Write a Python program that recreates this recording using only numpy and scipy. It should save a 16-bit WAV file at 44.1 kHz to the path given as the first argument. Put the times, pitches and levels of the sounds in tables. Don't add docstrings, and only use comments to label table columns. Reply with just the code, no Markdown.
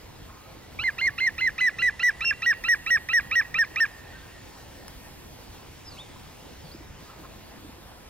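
import sys
import numpy as np
from scipy import signal
from scipy.io import wavfile
from scipy.ndimage import uniform_filter1d, map_coordinates

SR = 44100
rng = np.random.default_rng(int(sys.argv[2]) if len(sys.argv) > 2 else 0)


def file_out(sig):
    cols = np.atleast_2d(sig).T
    lim = np.clip(cols, -1, 1)
    pcm = np.round(lim * 32767).astype(np.int16)
    wavfile.write(sys.argv[1], SR, pcm)


def field_ratio(decibels):
    return 10 ** (np.asarray(decibels, dtype=float) / 20)


N = 356769


def evened(x):
    return x / np.sqrt(np.mean(x ** 2) + 1e-20)


def read(points, hz):
    f, value = np.transpose(points)
    return np.interp(np.log(hz + 1), np.log(f + 1), value)


def add(mix, s, sound):
    part = mix[round(s * SR):][:len(sound)]
    part += sound[:len(part)]


def drift(n, size):
    smooth = uniform_filter1d(rng.standard_normal(n), size)
    return evened(uniform_filter1d(smooth, size))


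def resonate(x, hz, width):
    turn = np.exp(2j * np.pi * hz * np.arange(len(x)) / SR)
    r = np.exp(-np.pi * width / SR)
    smooth = signal.lfilter([1 - r], [1, -r], x / turn + 1e-18)
    return 2 * (turn * smooth).real


# (frequency [Hz], level per Hz [dB])
HUSH_COLOUR = [(15, -37), (25, -4.5), (64, -0.5), (184, -7.5), (333, -9), (437, -12.5), (486, -10.5),
               (604, -14), (1040, -14), (1150, -18.5), (2030, -19.5), (4950, -24), (6490, -27),
               (14200, -32), (15800, -35)]
# (frequency [Hz], likeness [-1 to 1])
HUSH_LIKENESS = [(30, 0.93), (60, 0.99), (110, 0.94), (200, 0.3), (380, 0.024), (700, .6), (2400, 0.61),
                 (6000, 0.72), (15000, 0.63)]
# (time [s], level [dB])
GUSTS = [(0.0, -65), (4.3, -63), (4.62, -62.5), (5.02, -62.5), (5.93, -63.5), (6.83, -63.5), (8.09, -65.5)]


def hush():
    frames, hz = N // 512 + 5, np.fft.rfftfreq(2048, 1 / SR)
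    a, b, c, d, patches = rng.standard_normal((frames, len(hz), 5)).T
    patches = uniform_filter1d(patches, size=24, axis=0)
    patches = evened(uniform_filter1d(patches, size=8, axis=1))
    s, gust_db = np.transpose(GUSTS)
    gust_db = np.interp(np.arange(frames) * 512 / SR, s, gust_db - gust_db.mean())
    gust_db = gust_db + drift(frames, size=5)
    treble = np.clip(hz / 9000, 0, 1)[:, None]
    same = np.clip(read(HUSH_LIKENESS, hz), -1, 1)[:, None]
    left = a + 1j * b
    right = same * left + np.sqrt(1 - same ** 2) * (c + 1j * d)
    level_db = read(HUSH_COLOUR, hz)[:, None] + 1.43 * patches + treble * gust_db
    z = np.array([left, right]) * field_ratio(level_db)
    noise = signal.istft(z, nperseg=2048, noverlap=1536)[1][:, :N]
    return field_ratio(-46) * evened(noise)


# (frequency [Hz], time to fall 60 dB [s])
TRUNKS = [(500, 1), (2000, 1.4), (2800, 1.5), (5500, 0.36), (9000, 0.56)]
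# (delay [s], spread [s], level against the first scatter [dB])
SLOPES = [(.5, .2, -14), (.97, .04, -11), (1.22, .05, -14), (1.43, .05, -12)]


def trunks(x, same):
    a, b = rng.standard_normal((2, 2 * SR))
    same = np.clip(same, 0, 1)
    hz, t, z = signal.stft([a, same * a + np.sqrt(1 - same ** 2) * b], SR, nperseg=256)
    late = sum(field_ratio(db) * np.exp(-((t - s) / spread) ** 2) for s, spread, db in SLOPES)
    fading = field_ratio(-60 * t / read(TRUNKS, hz)[:, None])
    dull = field_ratio(-3 * hz[:, None] / 1000 + 2.5)
    tail = signal.istft(z * (fading + late * dull), SR, nperseg=256)[1]
    tail = signal.lfilter([1, -0.5], [1], tail)
    tail *= np.clip(np.arange(tail.shape[1]) / SR / 0.014, 0, 1)
    sway_db = 2.0 * drift(N, size=600)
    echoes = signal.fftconvolve(x[None], tail / np.linalg.norm(tail[0]), axes=1)[:, :N]
    return field_ratio(sway_db) * echoes


# (start [s], end [s], level [dB])
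CAWS = [
    (0.239, 0.62, -56.5),
    (6.932, 7.303, -55),
]
# (frequency [Hz], width [Hz], level [dB])
CAW_THROAT = [(1070, 30, 4), (1246, 45, 4.5), (1500, 54, -19)]


def crow():
    out = np.zeros(N)
    for start, end, db in CAWS:
        n = round((end - start) * SR)
        drive = rng.standard_normal(n) * field_ratio(4.9 * drift(n, size=350))
        throat = sum(field_ratio(d) * evened(resonate(drive, f, w)) for f, w, d in CAW_THROAT)
        add(out, start, field_ratio(db) * evened(throat) * signal.windows.tukey(n, 0.3))
    return out


# (time [s], pitch [Hz], level [dB])
SONG = [
    [(5.845, 5770, -60), (5.875, 5120, -46), (5.893, 5000, -44), (5.9, 4950, -62), (5.92, 4430, -48),
     (5.93, 4450, -54), (5.948, 3870, -57)],
    [(5.968, 2050, -60), (5.99, 3200, -44), (6.007, 3650, -44), (6.02, 3650, -48), (6.04, 3590, -56)],
    [(6.6, 5500, -63), (6.63, 5000, -64), (6.66, 4500, -58), (6.688, 4520, -60), (6.705, 3950, -56)],
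    [(6.714, 4280, -44), (6.72, 4420, -49.5), (6.732, 4950, -56), (6.762, 5250, -60)],
    [(.61, 1930, -61), (.635, 1960, -59), (.665, 1960, -58)],
    [(1.04, 1145, -54), (1.12, 1130, -58.5), (1.18, 1157, -57)],
    [(4.13, 1500, -56), (4.165, 1590, -51), (4.2, 1500, -65), (4.24, 1610, -52), (4.27, 1530, -65)],
]


def songbird():
    out = np.zeros(N)
    for rows in SONG:
        s, hz, db = np.transpose(rows)
        t = np.arange(s[0], s[-1], 1 / SR)
        pitch = np.interp(t, s, hz) * (1 + 0.012 * drift(len(t), size=80))
        tone = np.sin(2 * np.pi * np.cumsum(pitch) / SR)
        level = field_ratio(np.interp(t, s, db) + 0.61 * drift(len(t), size=120))
        add(out, s[0], np.sqrt(2) * level * tone * signal.windows.tukey(len(t), 0.1))
    return out


# (time [s], level [dB], frequency [Hz], time to fall 60 dB [s])
KNOCKS = [(6.16, -33.5, 1010, 0.026), (6.575, -38.5, 75, 0.13), (6.64, -39, 160, 0.096),
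          (6.746, -32, 332, 0.044), (6.748, -40, 210, .05), (6.805, -36, 310, .05),
          (7.194, -39, 327, 0.066), (7.6, -37, 200, 0.036), (7.645, -35.5, 300, 0.085),
          (7.692, -29.5, 260, 0.026), (7.78, -39, 340, 0.057)]
# (time [s], level [dB], time to fall 60 dB [s])
TICKS = [
    (4.8814, -31, .0045),
]
# (frequency [Hz], level [dB])
TICK_MODES = [(1550, -2), (3100, -12), (5600, 0), (7600, -9), (9800, 2)]


def knocks():
    out, t = np.zeros(N), np.arange(6000) / SR
    for s, db, hz, t60 in KNOCKS:
        soft_start = 1 - np.exp(-t / 0.0021)
        add(out, s, field_ratio(db - 60 * t / t60) * np.sin(2 * np.pi * hz * t) * soft_start)
    for s, db, t60 in TICKS:
        ring = sum(field_ratio(d) * np.sin(2 * np.pi * f * t) for f, d in TICK_MODES)
        add(out, s, field_ratio(db - 60 * t / t60) * ring)
    return out


def catch(s, length, hz, db):
    t = np.arange(0, length + 0.0014, 1 / SR)
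    phase = 2 * np.pi * (0.93 * hz * t + 14000 * t ** 2)
    tone = np.cos(phase) + field_ratio(-19) * np.cos(2 * phase) + field_ratio(-16) * np.cos(3 * phase)
    air = resonate(rng.standard_normal(len(t)), 3400, 3000)
    puff = field_ratio(-18) * evened(resonate(air, 3100, 3000))
    return s, field_ratio(db + 3) * (tone + puff) * np.hanning(len(t)) ** 0.27


# (pitch [Hz], level [dB])
WINDPIPE = [(1000, -32), (1150, -15), (1300, -11.5), (1400, -9.5), (1480, -13)]
# (pitch [Hz], level [dB])
LOW_PIPE = [(1100, 1.5), (1290, 1.5), (1400, -4.5), (1500, -6.5)]
RISE_BEND = 0.722
HOOK_HZ, HOOK_S = 55, 0.0037
SNAP_HZ, SNAP_DB, SNAP_S = 110, -6, 0.0025


def opening(start, end, first_hz, last_hz, db):
    s = np.linspace(start, end, num=24)
    done = (s - start) / (end - start)
    snap = np.exp((start - s) / SNAP_S)
    hz = first_hz + (last_hz - first_hz) * done ** RISE_BEND
    hz = hz + HOOK_HZ * np.exp((s - end) / HOOK_S)
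    hz = hz + SNAP_HZ * (0.5 - snap) * (1 - done)
    second_db = db + SNAP_DB * snap + read(LOW_PIPE, hz)
    return np.transpose([s, hz, second_db + read(WINDPIPE, hz), second_db])


def closing(start, end, db):
    s = np.linspace(start, end, num=8)
    sunk = np.minimum((s - start) / 0.01166, 1)
    hz = 1270 - 274 * sunk
    second_db = db - 10 * sunk
    return np.transpose([s, hz, second_db + read(WINDPIPE, hz) + 8.5, second_db])


def bridge(s, low_hz):
    return [(s - 0.006, low_hz, -41.5, -52), (s, 1755, -29.5, -50)]


def strained(knee_hz):
    return np.clip((knee_hz - 1980) / 120, 0, 1)


# (pitch [Hz], level [dB])
WHISTLE_PIPE = [(1550, -8), (1700, -1), (1850, 0.24), (2000, -1.5), (2140, -3), (2700, -8.5)]
# (pitch [Hz], level [dB])
WHISTLE_SECOND = [(1600, -36.5), (1750, -42), (1850, -38), (1910, -28.5), (2000, -22.5), (2130, -20),
                  (2700, -16)]
HIGH_HZ, BACK_HZ = 2400, 1793
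HIGH_ARCH_HZ, HIGH_ARCH_DB = 94.3, 4.5
FALL_BEND, STRAINED_BEND = 1.47, -0.616
SWELL_DB, KNEE_DB, KNEE_S = -4, -4, 0.0029
ATTACK_DB, ATTACK_S = -4.5, 0.004
RELEASE_DB, RELEASE_S, STRAINED_DB, STRAINED_S = -4.5, 0.0076, -4, 0.0071


def whistle(start, last_hz, knee, end, first_hz, knee_hz, db):
    s = np.linspace(start, end, num=80)
    held = np.clip((s - start) / (knee - start), 0, 1)
    fallen = np.clip((s - knee) / (end - knee), 0, 1)
    high, strain = knee_hz > HIGH_HZ, strained(knee_hz)
    arch = high * np.sqrt(np.sin(np.pi * held).clip(0))
    top_hz = BACK_HZ if high else knee_hz
    held_hz = first_hz + (knee_hz - first_hz) * held + HIGH_ARCH_HZ * arch
    fall_hz = top_hz + (last_hz - top_hz) * fallen ** (FALL_BEND + STRAINED_BEND * strain)
    hz = np.where(s < knee, held_hz, fall_hz)
    falter = np.exp(-((s - knee) / KNEE_S) ** 2)
    shape_db = strain * (SWELL_DB * (1 - held) ** 2 + KNEE_DB * falter)
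    shape_db = shape_db + (1 - strain) * ATTACK_DB * np.maximum(1 - (s - start) / ATTACK_S, 0)
    shape_db = shape_db + HIGH_ARCH_DB * arch
    left = (end - s) / (RELEASE_S + STRAINED_S * strain)
    release_db = (RELEASE_DB + STRAINED_DB * strain) * np.maximum(1 - left, 0)
    first_db = db + shape_db + release_db + read(WHISTLE_PIPE, hz)
    return np.transpose([s, hz, first_db, db + read(WHISTLE_SECOND, hz)])


# (frequency [Hz], level [dB])
BEAK = [(3450, -9), (3900, 1.5), (4250, 5.5), (4700, -6.5), (5500, 1.5)]


def note(rows, upper, waver, shimmer_db, airy_db):
    s, *columns = np.transpose(rows)
    edge = 0.0011
    t = np.arange(s[0] - edge, s[-1] + edge, 1 / SR)
    hz, first_db, second_db = (np.interp(t, s, c) for c in columns)
    phase = 2 * np.pi * np.cumsum(hz * (1 + waver * drift(len(t), size=30))) / SR
    sound = field_ratio(first_db) * np.cos(phase) + field_ratio(second_db) * np.cos(2 * phase + 3.4)
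    for k, db in upper:
        beak_db = read(BEAK, k * hz) - 5 * np.maximum(k * hz - 6100, 0) / 1000
        sound += field_ratio(second_db + db + beak_db) * np.cos(round(k) * phase + k)
    air = resonate(rng.standard_normal(len(t)), 2500, 1800)
    air = resonate(air, 2500, 1800)
    sound += field_ratio(np.maximum(first_db, second_db) + airy_db) * evened(air)
    to_edge = np.minimum(t - t[0], t[-1] - t) / (2 * edge)
    fade = np.sin(np.pi / 2 * np.clip(to_edge, 0, 1)) ** 2
    return t[0], np.sqrt(2) * sound * fade * field_ratio(shimmer_db * drift(len(t), size=60))


# (start [s], break [s], first pitch [Hz], last pitch [Hz], second harmonic level [dB])
OPENINGS = [(0.789, 0.839, 1117, 1500, -31), (0.985, 1.014, 1188, 1457, -30),
            (1.183, 1.205, 1167, 1480, -28.5), (1.384, 1.411, 1160, 1455, -30.5),
            (1.584, 1.609, 1115, 1460, -29.5), (1.789, 1.823, 1226, 1424, -29.5),
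            (1.998, 2.032, 1238, 1427, -29.5), (2.21, 2.248, 1158, 1394, -30.5),
            (2.424, 2.462, 1173, 1415, -29.5), (2.642, 2.686, 1187, 1403, -30),
            (2.866, 2.906, 1155, 1396, -29.5), (3.091, 3.134, 1146, 1402, -29),
            (3.315, 3.356, 1117, 1405, -27.5), (3.546, 3.587, 1119, 1355, -29),
            (3.763, 3.803, 1096, 1355, -29.5)]
# (knee [s], end [s], first pitch [Hz], knee pitch [Hz], effort [dB])
WHISTLES = [(0.874, 0.902, 2110, 2062, -22), (1.065, 1.095, 2075, 2158, -20),
            (1.26, 1.293, 2065, 2124, -20), (1.461, 1.494, 2050, 2066, -21.5),
            (1.66, 1.694, 2025, 1981, -20), (1.87, 1.898, 1988, 1970, -20.5),
            (2.076, 2.105, 1964, 1958, -19), (2.309, 2.326, 2664, 2640, -18.5),
            (2.498, 2.529, 1920, 1904, -19), (2.724, 2.747, 1924, 1897, -17.5),
            (2.946, 2.972, 1920, 1886, -18), (3.167, 3.198, 1944, 1890, -18),
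            (3.388, 3.413, 1907, 1896, -18.5), (3.604, 3.639, 1865, 1853, -19),
            (3.826, 3.853, 1844, 1812, -19)]
# (end [s], pitch where the whistle gives way [Hz], second harmonic level [dB])
CLOSINGS = [(.914, 1533, -41), (1.106, 1640, -46), (1.313, 1710, -43.5), (1.503, 1640, -45),
            (1.716, 1645, -37.5), (1.919, 1598, -41), (2.116, 1540, -39.5), (2.332, 1554, -35),
            (2.545, 1535, -33), (2.766, 1588, -35.5), (2.984, 1545, -31.5), (3.215, 1570, -32.5),
            (3.435, 1554, -32), (3.656, 1542, -33.5), (3.863, 1553, -33.5)]
# (multiple of the pitch [-], level [dB])
LOW_UPPER = [(3, -15), (4, -26.5)]
WHISTLE_UPPER = [(3, -17), (4, -8), (5, -30)]
# (start [s], end [s], pitch [Hz], level [dB])
LINGERS = [(1.198, 1.227, 2630, -41), (1.412, 1.432, 2600, -40), (1.615, 1.644, 2550, -40),
           (1.817, 1.854, 2540, -40)]
# (delay [s], level [dB])
STUMP = [(.0021, -22), (.0093, -22.5)]
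# (shift [s], length [s], pitch [Hz], level [dB], gain over the scene [dB/s])
CATCH_IN = (-0.0042, 0.0045, 1960, -39.5, 3.6)
CATCH_OUT = (0.008, 0.005, 1810, -46, 2.5)
TIRING_S, TIRING_DB_PER_S = 2.4, -4.5


def woodpecker():
    out = np.zeros(N)
    for k, (low, high, (end, last_hz, db)) in enumerate(zip(OPENINGS, WHISTLES, CLOSINGS)):
        tired_db = TIRING_DB_PER_S * max(low[0] - TIRING_S, 0)
        upper = [(m, d + tired_db) for m, d in LOW_UPPER]
        early = 0.0038 * strained(high[3]) * (high[3] < HIGH_HZ)
        rising = opening(low[0], low[1] - early, *low[2:])
        for rows in rising, bridge(low[1], low[3]), closing(high[1], end, db):
            add(out, *note(rows, upper, waver=0.016, shimmer_db=1.0, airy_db=-44))
        rows = whistle(low[1], last_hz, *high)
        add(out, *note(rows, WHISTLE_UPPER, waver=0.0046, shimmer_db=0.8, airy_db=-37))
        crackle = resonate(rng.standard_normal(260), 3200, 4500)
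        crackle = resonate(crackle, 3200, 4500)
        add(out, low[1] - 0.004, field_ratio(-42.5) * evened(crackle) * np.hanning(260))
        if k > 0:
            for s, (shift, length, hz, catch_db, gain) in [(low[0], CATCH_IN), (high[1], CATCH_OUT)]:
                add(out, *catch(s + shift, length, hz, catch_db + gain * s))
    for start, end, hz, db in LINGERS:
        rows = [(start, hz, db, -70), ((start + end) / 2, hz, db, -70), (end, hz, db - 5.5, -70)]
        add(out, *note(rows, [], waver=0.006, shimmer_db=0.0, airy_db=-32))
    direct = out.copy()
    for delay, db in STUMP:
        add(out, delay, field_ratio(db) * direct)
    return out


# (time [s], lag of the right port [microseconds])
LAG = [(0.0, 56), (0.3, 61), (0.8, 55), (1.4, 63), (1.6, 48), (2.0, 34), (2.4, 51), (2.7, 80), (3.1, 80),
       (3.4, 62), (4.5, 47), (4.8, 52), (5.05, 76), (5.2, 74), (6.0, 37), (6.25, 51), (7.0, 51), (7.8, 77)]


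def scene():
    bird, far = woodpecker(), songbird() + crow()
    hollow = resonate(bird, 2820, 160)
    near = bird + field_ratio(-25) * trunks(bird + hollow, same=0.99)
    left, right = near * field_ratio([[0], [2.9]])
    around = hush() + far + field_ratio(-10.5) * trunks(far, same=0.82) + knocks()
    s, lag = np.transpose(LAG)
    late = np.arange(N) - np.interp(np.arange(N) / SR, s, lag) * SR / 10 ** 6
    right = map_coordinates(right + field_ratio(0.45) * around[1], [late], order=5, mode="nearest")
    return np.array([left + around[0], right])


def low_pass(x):
    return signal.sosfilt(signal.butter(12, 16000, fs=SR, output="sos"), x)


def record(dry):
    ceiling, lift = 0.15, 0.12
    fine = signal.resample_poly(dry, 2, 1, axis=1)
    flat = signal.resample_poly(np.clip(fine, -ceiling, ceiling), 1, 2, axis=1)
    bright = signal.lfilter([1 + lift, -lift], [1], flat)
    edge = signal.firwin(511, 15870, window=("kaiser", 9), fs=SR)
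    mix = signal.oaconvolve(bright, edge[None], "same")
    return low_pass(mix)


dry = scene()
out = record(dry)
file_out(out)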